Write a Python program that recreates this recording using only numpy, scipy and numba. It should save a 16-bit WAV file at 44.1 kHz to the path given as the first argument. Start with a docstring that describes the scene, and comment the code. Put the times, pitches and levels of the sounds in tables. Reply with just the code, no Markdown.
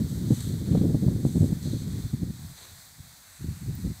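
"""A low, gusty rumble of wind on the microphone, in an open field of dry rice.
Eddies buffet the microphone; the rumble reaches higher as the gust grows and almost dies
in a lull. Behind it the dry stalks hiss steadily, swish now and then as they brush
together, and give a few tiny snaps."""
import sys
import numpy as np
from scipy import signal
from scipy.fft import rfft, irfft
from scipy.io import wavfile
from scipy.ndimage import uniform_filter1d
from numba import njit

SR = 44100
rng = np.random.default_rng(int(sys.argv[2]) if len(sys.argv) > 2 else 0)


def log_audio(samples):
    """Write samples as a 16-bit WAV file to the path given in sys.argv[1]."""
    # one column per channel
    frames = np.atleast_2d(samples).T
    # limit to full scale, then quantise
    limited = np.clip(frames, -1, 1)
    pcm = np.round(limited * 32767).astype(np.int16)
    wavfile.write(sys.argv[1], SR, pcm)


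N = 176400

# Each row: time in seconds, base rumble level in dB, base low-pass edge in Hz.
GUSTS = [(0, -31.5, 565), (.27, -29, 517), (.41, -32, 323), (.5, -26.5, 497), (.67, -30.5, 500),
         (.75, -21.5, 760), (.85, -25, 583), (.92, -22, 740), (1.0, -32.5, 496), (1.08, -26, 570),
         (1.2, -29, 580), (1.31, -31.5, 476), (1.41, -23.5, 720), (1.5, -27.5, 610), (1.56, -35.5, 496),
         (1.82, -28.5, 464), (2.1, -38, 328), (2.3, -35.5, 353), (2.37, -42.5, 314), (2.5, -38, 250),
         (2.56, -53.5, 160), (2.66, -59.5, 150), (2.73, -45, 173), (2.83, -58, 153), (3.05, -50, 150),
         (3.13, -62.5, 163), (3.38, -62, 170), (3.41, -37.5, 258), (3.5, -33.5, 250), (3.58, -46, 218),
         (3.68, -31, 260), (3.81, -39, 241), (3.87, -26, 288), (3.91, -37, 322), (4.0, -55, 172)]
# Rumble before the low-pass. Each row: frequency in Hz, relative level in dB.
RUMBLE_SPECTRUM = [(15, -16), (50, -7.5), (90, -0.1), (160, 1.07), (280, -6), (500, -16), (900, -26),
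                   (2000, -48)]
# Each row: start in seconds, length in seconds, lift in dB, extra edge shift in octaves.
STRONG_BUFFETS = [(0.302, 0.036, 13.5, 0.29), (0.706, 0.015, 9.5, -1.1), (0.747, 0.013, 7.5, 0.56),
                  (0.77, 0.0085, 11.5, 0.011), (0.808, 0.016, 7.5, -0.13), (.942, 0.013, 12, .6),
                  (1.021, 0.011, 12, -0.35), (1.057, 0.015, 10.5, -0.34), (1.077, 0.013, 11.5, 0.36),
                  (1.149, 0.019, 7, -0.64), (1.248, 0.0085, 16, 0.8), (1.259, 0.016, 13, -0.28),
                  (1.353, 0.029, 7, 0.38), (1.397, 0.033, 8.5, -0.46), (1.439, 0.0098, 9, 0.053),
                  (1.518, 0.019, 11, 0.064), (1.67, 0.0173, 7, 0.13), (2.036, 0.032, 10, -0.66),
                  (2.129, 0.021, 16, 0), (2.217, 0.026, 12.5, 0.24), (2.293, 0.015, 9.5, -0.087),
                  (2.99, .022, 12.5, -0.39), (3.44, 0.023, 8.5, -0.057), (3.48, 0.015, 9, 0.31),
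                  (3.837, 0.019, 7, 0.033)]
# Each row: frequency in Hz, relative level in dB.
HISS_SPECTRUM = [(100, 6.5), (430, -10), (750, -0.5), (1200, -2.5), (1900, 0.5), (2800, -4), (3500, 3),
                 (4300, 4.5), (5300, -4), (6300, 0), (7000, -2), (7900, 2), (9500, -4), (11500, -5.5),
                 (13800, -3), (15300, -7)]
# Each row: time in seconds, base hiss level in dB.
HISS_LEVELS = [(0, -48), (.9, -50.5), (1.55, -49), (2.3, -51.5), (2.67, -48.5), (3.0, -52.5), (3.4, -51),
               (4, -49)]
# Each row: start, attack and release in seconds, base level in dB, tilt in dB per octave,
# rasp centre in Hz, rasp boost in dB.
STALK_SWISHES = [(.07, .061, 0.11, -54.5, 6, 6200, 3), (.25, 0.11, .28, -47.5, 2, 6200, 0),
                 (.65, 0.13, 0.075, -48.5, -2, 3600, 0), (1.19, .21, 0.098, -49, 3, 8200, 3),
                 (1.614, 0.038, 0.21, -46, 1.5, 4400, 8), (1.85, 0.15, 0.12, -52, 0, 4340, 1),
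                 (2.55, 0.045, 0.14, -49, -0.8, 4100, 2.5), (3.2, 0.089, 0.36, -54, 3, 1450, 12)]
# Each row: frequency in Hz, relative level in dB.
SWISH_SPECTRUM = [(400, -6.5), (1000, -7), (2750, -5.5), (3500, 0), (4300, 1), (5200, -15), (6200, -2),
                  (7000, -6.5), (8000, -1), (9300, -11.5), (13000, -11), (15500, -28)]
# Drifting dip in the rustle's spectrum. Each row: time in seconds, centre in Hz.
RUSTLE_NOTCH = [(0, 2620), (1.0, 2800), (1.7, 2900), (2.3, 2880), (3.1, 3020), (3.6, 3330), (4, 3080)]
# Each row: start in seconds, rough peak in dB, pitch in Hz, bandwidth in Hz, decay in seconds.
STALK_SNAPS = [(.405, -32.5, 8300, 3500, .004), (1.628, -38, 6750, 4000, .0047),
               (3.752, -31, 14900, 1800, .0016)]


def undb(db):
    """Decibels to gain."""
    return 10 ** (np.asarray(db) / 20)


def unit(x):
    """Scale to rms 1."""
    return x / np.sqrt(np.mean(x ** 2))


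def colour(x, points, tilt_db_per_octave=0):
    """Shape by (Hz, dB) points and a tilt; rms 1."""
    hz, db = np.array(points, float).T
    octave = np.log2(np.maximum(np.fft.rfftfreq(N, 1 / SR), 1))
    tilt_db = tilt_db_per_octave * np.clip(octave - np.log2(hz[0]), 0, None)
    gain = undb(np.interp(octave, np.log2(hz), db) + tilt_db)
    return unit(irfft(rfft(x) * gain, N))


def walk(rate_hz):
    """Smooth random wander; rms 1."""
    hold = max(int(SR / rate_hz), 1)
    steps = rng.standard_normal(N)[np.arange(N) // hold]
    return unit(uniform_filter1d(uniform_filter1d(steps, hold), hold))


def curve(t, table, column=1):
    """One table column, linearly interpolated in time."""
    rows = np.array(table, float)
    return np.interp(t, rows[:, 0], rows[:, column])


@njit
def svf(x, hz, damping):
    """State-variable filter with a moving centre: (low-pass, band-pass)."""
    y, band, low = np.empty((2, len(x))), 0., 0.
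    for i in range(len(x)):
        g = np.tan(np.pi * hz[i] / SR)
        v = (band + g * (x[i] - low)) / (1 + g * (g + damping))
        y[0, i], y[1, i] = low + g * v, damping * v
        band, low = 2 * v - band, low + 2 * g * v
    return y


def wind_buffeting(t, eddy_db=3, attack_s=0.00395, release_s=0.01075, lift_db_per_octave=27):
    """Turbulence at the microphone port: stronger eddies are louder and brighter; buffets thud or slap."""
    lift_db = eddy_db * walk(rate_hz=75)
    shift_octaves = np.zeros(N)
    for start_s, length_s, db, octaves in STRONG_BUFFETS:
        rise = (t - start_s) / attack_s
        fall = (start_s + length_s - t) / release_s + .5
        push = np.clip(np.minimum(rise, fall), 0, 1)
        lift_db = lift_db * (1 - push) + db * push
        shift_octaves += octaves * push
    shift_octaves += lift_db / lift_db_per_octave
    edge_hz = np.clip(curve(t, GUSTS, column=2) * 2 ** shift_octaves, 100, 3000)
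    air = colour(rng.standard_normal(N), RUMBLE_SPECTRUM)
    for _ in range(2):
        air = svf(air, edge_hz, damping=2.34)[0]
    running_rms = np.sqrt(uniform_filter1d(air ** 2, int(0.0172 * SR)))
    return air / running_rms * undb(curve(t, GUSTS) + lift_db + 0.3)


def field_hiss(t, sway_db=0.86):
    """Countless distant stalks merge into a softly swaying hiss."""
    hiss = colour(rng.standard_normal(N), HISS_SPECTRUM)
    return hiss * undb(curve(t, HISS_LEVELS) + sway_db * walk(rate_hz=6.94))


def stalk_swishes(t, contacts_per_s=12000, spread_db=1.7, flutter_db=1.5):
    """Near stalks brush together: dense tiny contacts swell and fade, each swish with its own rasp."""
    out = np.zeros(N)
    for start_s, attack_s, release_s, db, tilt_db_per_octave, rasp_hz, rasp_db in STALK_SWISHES:
        hits = rng.random(N) < contacts_per_s / SR
        contacts = hits * rng.standard_normal(N) * undb(spread_db * rng.exponential(size=N))
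        rasp_band = svf(contacts, np.full(N, float(rasp_hz)), damping=0.45)[1]
        rasp = (undb(rasp_db) - 1) * rasp_band
        peak_s = start_s + attack_s
        swell = np.interp(t, [start_s, peak_s, peak_s + release_s], [0, 1, 0]) ** 0.36
        out += colour(contacts + rasp, SWISH_SPECTRUM, tilt_db_per_octave) * swell * undb(db)
    return out * undb(flutter_db * walk(rate_hz=44.32))


def stalk_snaps(t):
    """A dry stalk cracks: a few milliseconds of noise around its own pitch."""
    out = np.zeros(N)
    bins_hz = np.fft.rfftfreq(N, 1 / SR)
    for start_s, peak_db, pitch_hz, width_hz, decay_s in STALK_SNAPS:
        resonance = 1 / (1 + (2 * (bins_hz - pitch_hz) / width_hz) ** 2)
        crack = unit(irfft(rfft(rng.standard_normal(N)) * resonance, N))
        envelope = (t >= start_s) * np.exp(-np.abs(t - start_s) / decay_s)
        out += crack * envelope * undb(peak_db) / 2  # noise peaks near twice its rms
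    return out


def scene(notch_depth=0.61):
    """Wind on the microphone in front of the rustling field; mono."""
    t = np.arange(N) / SR
    rustle = field_hiss(t) + stalk_swishes(t)
    rustle -= notch_depth * svf(rustle, curve(t, RUSTLE_NOTCH), damping=0.52)[1]
    return (wind_buffeting(t) + rustle + stalk_snaps(t))[None]


def record(dry, bass_cut_hz=63.0, treble_cut_hz=15600):
    """The microphone rolls off the deep bass; the recorder cuts the top treble."""
    low, band = svf(dry[0], np.full(N, bass_cut_hz), damping=1.48)
    high_passed = dry - low - band
    treble_cut = signal.ellip(12, .1, 80, treble_cut_hz, fs=SR, output="sos")
    return signal.sosfilt(treble_cut, high_passed)


dry = scene()
out = record(dry)
log_audio(out)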